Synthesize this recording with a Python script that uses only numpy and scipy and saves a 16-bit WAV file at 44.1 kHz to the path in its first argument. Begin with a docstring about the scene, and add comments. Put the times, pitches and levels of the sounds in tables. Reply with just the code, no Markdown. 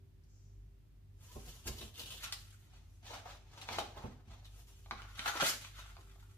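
"""A plastic scraper presses through a lump of dough, pulls free, presses in again and drags over the top.
Stick-slip friction drives its sound: dough damps the buried blade, while blows on the floured worktop
ring its modes. Before the cutting, a hand pats and strokes the dough, and soft thuds shake the worktop.
A small, hard-walled kitchen reverberates, and an appliance hums and beats low in the background."""
import sys
import numpy as np
from scipy import signal
from scipy.fft import rfft, irfft
from scipy.io import wavfile

SR = 44100
rng = np.random.default_rng(int(sys.argv[2]) if len(sys.argv) > 2 else 0)


def unload_wav(signal):
    """Save mono or channel-first audio to the path in sys.argv[1] as 16-bit WAV at rate SR, clipped to [-1, 1]."""
    wavfile.write(
        sys.argv[1],
        SR,
        np.round(np.clip(np.atleast_2d(signal).T, -1, 1) * 32767).astype(np.int16),
    )


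N = 280917
TIME = np.arange(N) / SR


def cutting():
    """Viscous damping: clinging dough leaves the blade one hollow band, with a sticky crackle above."""
    # pushes and pulls in the dough: peak t/s, swell/s, fade/s, force level/dB, bite re force/dB
    cuts = [(2.76, 0.088, 0.075, -72, -2), (3.07, 0.031, 0.064, -62, 3.5),
            (3.138, 0.043, 0.038, -47.5, -7.5), (3.262, 0.026, .03, -55.5, -11),
            (3.306, 0.034, 0.039, -52.5, -7), (3.625, 0.095, 0.15, -58, -3),
            (3.73, 0.032, 0.053, -44.5, -4.5), (3.8, 0.027, 0.013, -43.5, -7.5),
            (3.978, 0.021, 0.037, -51.5, -12.5), (4.05, 0.044, 0.067, -56.5, -12),
            (4.31, 0.036, 0.093, -64, -6)]
    # spectrum of the buried blade: f/Hz, level/dB
    buried_spectrum = [(100, -26.5), (280, -13), (480, -8.5), (660, -1.5), (850, 2), (1020, -6.5),
                       (1250, -5), (1650, -9.5), (2100, -12.5), (6000, -32)]
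    # spectrum of the sticky crackle: f/Hz, level/dB
    crackle_spectrum = [(800, -21.5), (1700, -8), (2400, -4.5), (3100, -4), (3900, -3.5), (5000, -9),
                        (6300, -7), (7500, -14), (10000, -21), (15000, -26)]
    force, bite = strokes(cuts)
    cling = unit(amp(1.8 * wander(70)))
    tearing, popping = slips(900, 3.3, hiss=.5), slips(1400, 3.8, hiss=.6)
    body = unit(colour(tearing, buried_spectrum)) * force
    crackle = colour(popping, crackle_spectrum) * bite
    return cling * (amp(0.5) * body + amp(5.0) * crackle)


def dragging():
    """Stick-slip friction: under one unsteady grip the blade drones, the edge rasps and flour fizzes."""
    # strokes on the worktop: peak t/s, swell/s, fade/s, force level/dB, bite and flour re force/dB
    drags = [(2.24, 0.027, 0.013, -58, 11.5, 6.5), (2.262, 0.018, 0.022, -51.5, -1.5, -14),
             (2.35, 0.048, 0.17, -73, 6, 5.5), (4.99, .04, 0.12, -59.5, -7.5, -24),
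             (5.19, 0.051, 0.091, -56, 1.5, -8), (5.272, .018, 0.041, -40.5, -5, -10.5),
             (5.424, 0.043, 0.0089, -35, -4, -24), (5.485, 0.069, 0.026, -44.5, 5.5, 2.5),
             (5.62, 0.017, 0.064, -67.5, 11, 5), (5.78, 0.029, 0.072, -59.5, 1, -8.5),
             (5.9, 0.054, .03, -62, -4, -11), (6.03, 0.24, 0.66, -77, 0.5, 0)]
    # spectrum of the juddering blade: f/Hz, level/dB
    body_spectrum = [(100, -18.5), (260, -15), (470, -6), (640, -2.5), (870, -7), (1100, -5), (1370, 3.5),
                     (1650, -8.5), (2300, -7), (6000, -29.5)]
    # spectrum of the rasping edge: f/Hz, level/dB
    edge_spectrum = [(800, -15.5), (1900, 0.5), (2500, -1.5), (3150, 0.5), (3600, 0), (4500, -3.5),
                     (5500, -7.5), (6400, -4), (7500, -16), (10000, -21.5), (15000, -43)]
    # spectrum of flour under the edge: f/Hz, level/dB
    flour_spectrum = [(2000, -25), (5000, -12), (7000, -3), (9000, -7.5), (12500, -6), (15000, -16)]
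    force, bite, dust = strokes(drags)
    judder, grit = slips(800, 3.8, hiss=.5), slips(1100, 4.8, hiss=.55)
    ring = blade_ring(hardness_db=0)
    resonance = signal.oaconvolve(judder, ring / np.linalg.norm(ring))[:N]
    body = unit(colour(judder + 0.35 * resonance, body_spectrum)) * force
    rasp = colour(grit, edge_spectrum) * bite
    flour = colour(slips(5000, 3.8, hiss=1.0), flour_spectrum) * dust
    grip = unit(amp(2.7 * wander(69)))
    return grip * (amp(4.0) * body + amp(5.5) * rasp + amp(4.5) * flour)


def knocks():
    """Impact excitation: each blow gives a dry tick, and the blade's modes take a moment to swing up."""
    # the blade striking the worktop: t/s, level/dB, hardness/(dB per octave), tick re ring/dB
    blows = [(2.327, -38, 6.5, -18), (3.688, -31, 1, 2.5), (3.785, -21.5, -11.5, -5.5),
             (3.809, -40, -6, -18), (3.82, -40, -13, -16), (4.86, -50, -1, -1), (4.91, -23.5, 8, -9.5),
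             (5.019, -48.5, 2, 11.5), (5.193, -34.5, 12, 8.5), (5.26, -39.5, 6, 14.5),
             (5.648, -39, 11.5, 1.5), (5.967, -46, -2, 0), (6.159, -54.5, -7, -10)]
    # spectrum of the contact tick: f/Hz, level/dB
    tick_spectrum = [(300, -5), (1200, -26), (2400, 4.5), (4000, 0), (6200, -12), (8500, -21), (15000, -28)]
    out, t = np.zeros(N), np.arange(6000) / SR
    for start, db, hardness_db, tick_db in blows:
        ring = blade_ring(hardness_db) * (1 - np.exp(-t / 0.00054))
        tick = colour(rng.standard_normal(len(t)) * np.exp(-t / 0.0018), tick_spectrum)
        add(out, start, amp(db) * (ring / abs(ring).max() + amp(tick_db) * tick / abs(tick).max()))
    return out


def blade_ring(hardness_db, size=6000):
    """Free vibration: the blade rings as a sum of damped modes; a hard blow favours the high ones."""
    # modes of the blade held against the worktop: f/Hz, level/dB, T60/s
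    modes = [(445, -12, 0.0082), (681, -0.5, 0.019), (822.6, 0, 0.035), (1074, 5.5, 0.013),
             (1216, 4, 0.013), (1320, -10.5, 0.022), (1520, 0.5, 0.012), (1974, -15, 0.024),
             (2233, -10.5, 0.022), (2890, -16, 0.011), (3840, -11, 0.0065), (6170, -18.5, 0.0034)]
    t = np.arange(size) / SR
    ring = np.zeros(size)
    for hz, db, t60 in modes:
        envelope = amp(db + hardness_db * np.log2(hz)) * np.exp(-np.log(1000) * t / t60)
        ring += envelope * np.sin(2 * np.pi * (hz * t + rng.random()))
    return ring


def scuffs():
    """Static friction gives way: blade or finger lets go in a rush of slips, loudest around one pitch."""
    # short catches: t/s, level/dB, length/s, peak f/Hz
    catches = [(0.235, -67, 0.003, 5000), (1.677, -39, 0.0042, 5170), (1.803, -50.5, 0.029, 3470),
               (2.322, -34.5, 0.0052, 4660), (3.591, -53, .007, 2560), (3.614, -43.5, 0.0052, 3380),
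               (3.717, -40.5, 0.0091, 3430), (3.786, -38.5, 0.01, 4080), (4.308, -67, 0.0054, 4200),
               (4.329, -66, 0.013, 3420), (4.442, -56.5, 0.021, 3730), (5.258, -38, 0.0078, 3060),
               (5.351, -43, 0.014, 800), (5.42, -34.5, 0.011, 570), (5.461, -31.5, 0.0049, 4930),
               (5.486, -30.5, 0.0084, 5450)]
    out, grit = np.zeros(N), slips(3000, 5.9, hiss=0.2)
    for start, db, length, hz in catches:
        hump = [(hz / 8, -19), (hz * 0.78, -7), (hz, 0), (hz * 1.31, -9), (hz * 8, -32)]
        add(out, start, amp(db) * colour(burst(grit, start, length, rise=length / 5), hump))
    return out


def thuds():
    """Inelastic impact: dough lands bit by bit and pushes the worktop; a quicker slap reaches higher."""
    # dough patted or flopping down: t/s, level/dB, upper edge f/Hz, length/s
    landings = [(1.355, -40.5, 338, 0.021), (1.469, -47.5, 180, 0.04), (1.654, -43, 330, 0.065),
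                (1.681, -41.5, 190, 0.031), (1.807, -46, 348, 0.038), (1.98, -53.5, 193, 0.11),
                (3.021, -60, 250, .05), (3.7, -48, 350, 0.035), (3.762, -52.5, 403, 0.093),
                (3.962, -47.5, 553, 0.033), (4.038, -37, 400, 0.018), (4.074, -46, 149, 0.022),
                (4.267, -52.5, 184, 0.063), (4.912, -48, 364, .025), (5.405, -52, 650, 0.016),
                (5.973, -57, 430, 0.036)]
    # response of the worktop: f/Hz, level/dB
    worktop_spectrum = [(35, -4), (60, 6), (82, -2), (110, 4), (145, -6.5), (180, -14), (230, 0),
                        (295, -16), (370, -1.5), (550, -3.5), (1100, 13.5), (3000, -71)]
    out = np.zeros(N)
    for start, db, edge_hz, length in landings:
        push = unit(colour(rng.standard_normal(N), worktop_spectrum, edge_hz))
        add(out, start, amp(db) * burst(push, start, length, rise=0.003))
    return signal.sosfilt(signal.butter(4, 1300, fs=SR, output="sos"), out)


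def hand():
    """Sliding friction: dry skin whispers over floured dough and rasps where it grips."""
    # strokes of the hand: peak t/s, swell/s, fade/s, speed level/dB, grip re speed/dB
    rubs = [(1.24, 0.044, 0.2, -69.5, -14), (1.36, 0.1, 0.19, -67, -5), (1.495, 0.096, 0.12, -63.5, -5),
            (1.678, 0.011, 0.005, -48.5, -6), (1.72, .035, 0.11, -62.5, -4),
            (1.825, 0.078, 0.035, -62, -0.5), (2.002, 0.031, 0.048, -57.5, 5), (2.11, 0.053, 0.072, -62, 5),
            (2.9, 0.049, 0.067, -78.5, -15), (4.58, .11, 0.55, -73.5, -6)]
    # spectrum of sliding skin: f/Hz, level/dB
    skin_spectrum = [(150, -30.5), (400, -3), (1000, -5), (2000, -6.5), (4000, -8), (6600, -1.5),
                     (8200, -9), (12000, -7), (15000, -15)]
    # spectrum of gripping skin: f/Hz, level/dB
    grip_spectrum = [(500, -8.5), (2200, -13), (2800, 5), (3400, 4), (4100, -0.5), (5500, -7), (12000, -13)]
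    speed, grip = strokes(rubs)
    whisper = colour(slips(4000, 0.7, hiss=1.7), skin_spectrum) * speed
    rasp = colour(slips(1500, 10.7, hiss=0.49), grip_spectrum) * grip
    return unit(amp(2.5 * wander(22))) * (amp(6.5) * whisper + amp(8.0) * rasp)


def fingers():
    """Band-limited friction noise: light touches swish in a wider band and squeak in a narrow one."""
    # finger touches: t/s, level/dB, length/s, centre f/Hz, bandwidth/Hz
    touches = [(.24, -76.5, 0.25, 6160, 3050), (1.27, -70, 0.081, 987, 90)]
    out = np.zeros(N)
    for start, db, length, hz, width in touches:
        band = unit(wander(width / 2) * np.cos(2 * np.pi * hz * TIME))
        add(out, start, amp(db) * burst(band, start, length, rise=length / 3, size=28000))
    return out


def kitchen(x, near_db, tail_db, lag_s, size=30000):
    """Reverberation: direct sound arrives on the left first, then worktop, boxes and walls reflect it."""
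    # reverberation time of the room: f/Hz, T60/s
    decay_times = [(80, 0.58), (300, 0.5), (1000, 0.33), (2800, 0.4), (7000, 0.4), (15000, 0.35)]
    reflections = rng.choice([-1., 1.], (2, size)) * (rng.random((2, size)) < 4000 / SR)
    hz, t, (left, other) = signal.stft(reflections, SR, nperseg=256)
    coherence = 1 / (1 + (hz[:, None] / 560) ** 2)  # the channels are alike only in the bass
    field = np.array([left, coherence * left + np.sqrt(1 - coherence ** 2) * other])
    response = np.zeros((2, size))
    for db, t60, onset in [(near_db, .06, .002), (tail_db, read(decay_times, hz)[:, None], .012)]:
        envelope = np.exp(-np.log(1000) * t / t60) * (1 - np.exp(-t / onset))
        echo = signal.istft(field * envelope, SR, nperseg=256)[1][:, :size]
        response += amp(db) * echo / np.linalg.norm(echo, axis=1, keepdims=True)
    response[[0, 1], [0, round(lag_s * SR)]] += 1  # direct sound
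    response /= np.linalg.norm(response, axis=1, keepdims=True)
    return signal.fftconvolve(x[None], response, axes=1)[:, :N]


def moving(x, near_db, tail_db, spots=8, spots_per_s=36):
    """Changing paths: echoes and left-right delay vary as the source fades from spot to spot."""
    out = np.zeros((2, N))
    for k in range(spots):
        distance = abs((TIME * spots_per_s - k + spots / 2) % spots - spots / 2)
        crossfade = np.cos(np.pi / 2 * np.minimum(distance, 1))
        out += kitchen(x * crossfade, near_db, tail_db, lag_s=rng.uniform(.00007, .00022))
    return out


def motor(mains_hz=50, beat_s=.64, beat_peak_s=.55):
    """Beating: the motor turns a little slower than the mains, so its octave beats with the mains buzz."""
    mains_cycles = mains_hz * TIME
    turns = mains_cycles - (TIME - beat_peak_s) / beat_s / 2
    shaft = amp(-60 + 3.2 * wander(3.3)) * np.sin(2 * np.pi * (turns + 0.036 * wander(4)))
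    octave = amp(-68) * np.sin(2 * np.pi * 2 * turns)
    buzz = amp(-64) * np.sin(2 * np.pi * 2 * mains_cycles)
    return np.sqrt(2) * (shaft + octave + buzz)


def background():
    """Superposition: the appliance's wavering hum, alike in both channels, lies over rumble and hiss."""
    # faint tones of the appliance: f/Hz, bandwidth/Hz, level/dB
    tones = [(43.3, 1.1, -75), (82.5, 2.7, -66), (135, 1.6, -83.5), (390, 8, -82)]
    # spectrum of the ambient noise: f/Hz, level/dB
    air_spectrum = [(20, -20.5), (36, 0), (60, -3), (140, -1), (175, -12.5), (300, -16), (450, -26),
                    (1000, -34), (3000, -36.5), (6500, -42), (9000, -44.5), (15000, -42.5)]
    hum = np.zeros(N)
    for hz, width, db in tones:
        waver = wander(width / 2) + 1j * wander(width / 2)
        hum += amp(db) * (waver * np.exp(2j * np.pi * hz * TIME)).real
    common, apart = rng.standard_normal((2, N))
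    apart = signal.sosfilt(signal.butter(1, 260, "high", fs=SR, output="sos"), apart)
    air = np.array([colour(common + side * apart, air_spectrum) for side in (1, -1)])
    return hum + motor() + amp(-66) * air


def strokes(table, swell_shape=1.46, fade_shape=0.92):
    """Power summation of strokes that swell and fade: the main gain, then that of each layer on it."""
    power = 0
    for peak, swell, fade, db, *layers_db in table:
        t = TIME - peak
        flank = np.where(t < 0, (abs(t) / swell) ** swell_shape, (abs(t) / fade) ** fade_shape)
        gains = amp(db + np.array([0, *layers_db]))
        power = power + np.outer(gains, np.exp(-np.minimum(flank, 20))) ** 2
    return np.sqrt(power)


def slips(per_s, spread_db, hiss):
    """Shot noise: tiny stick-slip clicks of uneven size over a smooth hiss."""
    sizes = amp(spread_db * np.minimum(rng.exponential(1, N), 4)) * rng.choice([-1, 1], N)
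    clicks = unit(sizes * (rng.random(N) < per_s / SR))
    return unit(clicks + hiss * rng.standard_normal(N))


def burst(source, start, length, rise, size=16000):
    """A transient: a piece of the source that swells quickly and dies away."""
    t = np.arange(size) / SR
    shape = (1 - np.exp(-t / rise)) * np.exp(-(t / length) ** 2)
    return np.roll(source, -round(start * SR))[:size] * shape / shape.max()


def colour(x, spectrum, edge_hz=None, size=4096):
    """Minimum-phase filtering at unit power gain with this spectrum, dulled above an optional edge."""
    hz = abs(np.fft.fftfreq(size, 1 / SR)) + 1
    gain = amp(read(spectrum, hz))
    if edge_hz:
        gain = gain / np.sqrt(1 + (hz / edge_hz) ** 6)
    log_gain = np.log(unit(gain) + 1e-5)
    taps = np.fft.ifft(np.exp(np.conj(signal.hilbert(log_gain)))).real
    return signal.oaconvolve(x, taps[:size // 2])[:len(x)]


def wander(hz):
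    """Random fluctuation of unit RMS, up to about hz."""
    low_pass = np.exp(-(np.fft.rfftfreq(N, 1 / SR) / hz) ** 2)
    return unit(irfft(rfft(rng.standard_normal(N)) * low_pass, N))


def read(points, hz):
    """Interpolation of a table on a log-frequency axis."""
    f, value = np.transpose(points)
    return np.interp(np.log(hz + 1), np.log(f), value)


def amp(db):
    return 10 ** (np.asarray(db) / 20)


def unit(x):
    return x / np.sqrt(np.mean(x ** 2) + 1e-20)


def add(mix, start, sound):
    part = mix[round(start * SR):][:len(sound)]
    part += sound[:len(part)]


def scene():
    """Superposition: friction, blows and thuds sound through the kitchen, over the background."""
    friction = cutting() + dragging() + hand() + fingers() + scuffs()
    rubbing = moving(friction, near_db=3.0, tail_db=-2.5) * amp([[.2], [-.2]])
    blows = kitchen(knocks(), near_db=-7.0, tail_db=-4.0, lag_s=.00012)
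    bumps = kitchen(thuds(), near_db=-3, tail_db=-4.5, lag_s=.00028) * amp([[-.9], [.9]])
    return rubbing + blows + bumps + background()


def record(dry, low_hz=30, high_hz=15450):
    """Band limiting: filters remove the deepest rumble and the highest treble."""
    dry = signal.sosfilt(signal.butter(4, low_hz, "high", fs=SR, output="sos"), dry)
    low_pass = signal.firwin(511, high_hz, window=("kaiser", 9), fs=SR)
    return signal.oaconvolve(dry, low_pass[None], "same")


dry = scene()
out = record(dry)
unload_wav(out)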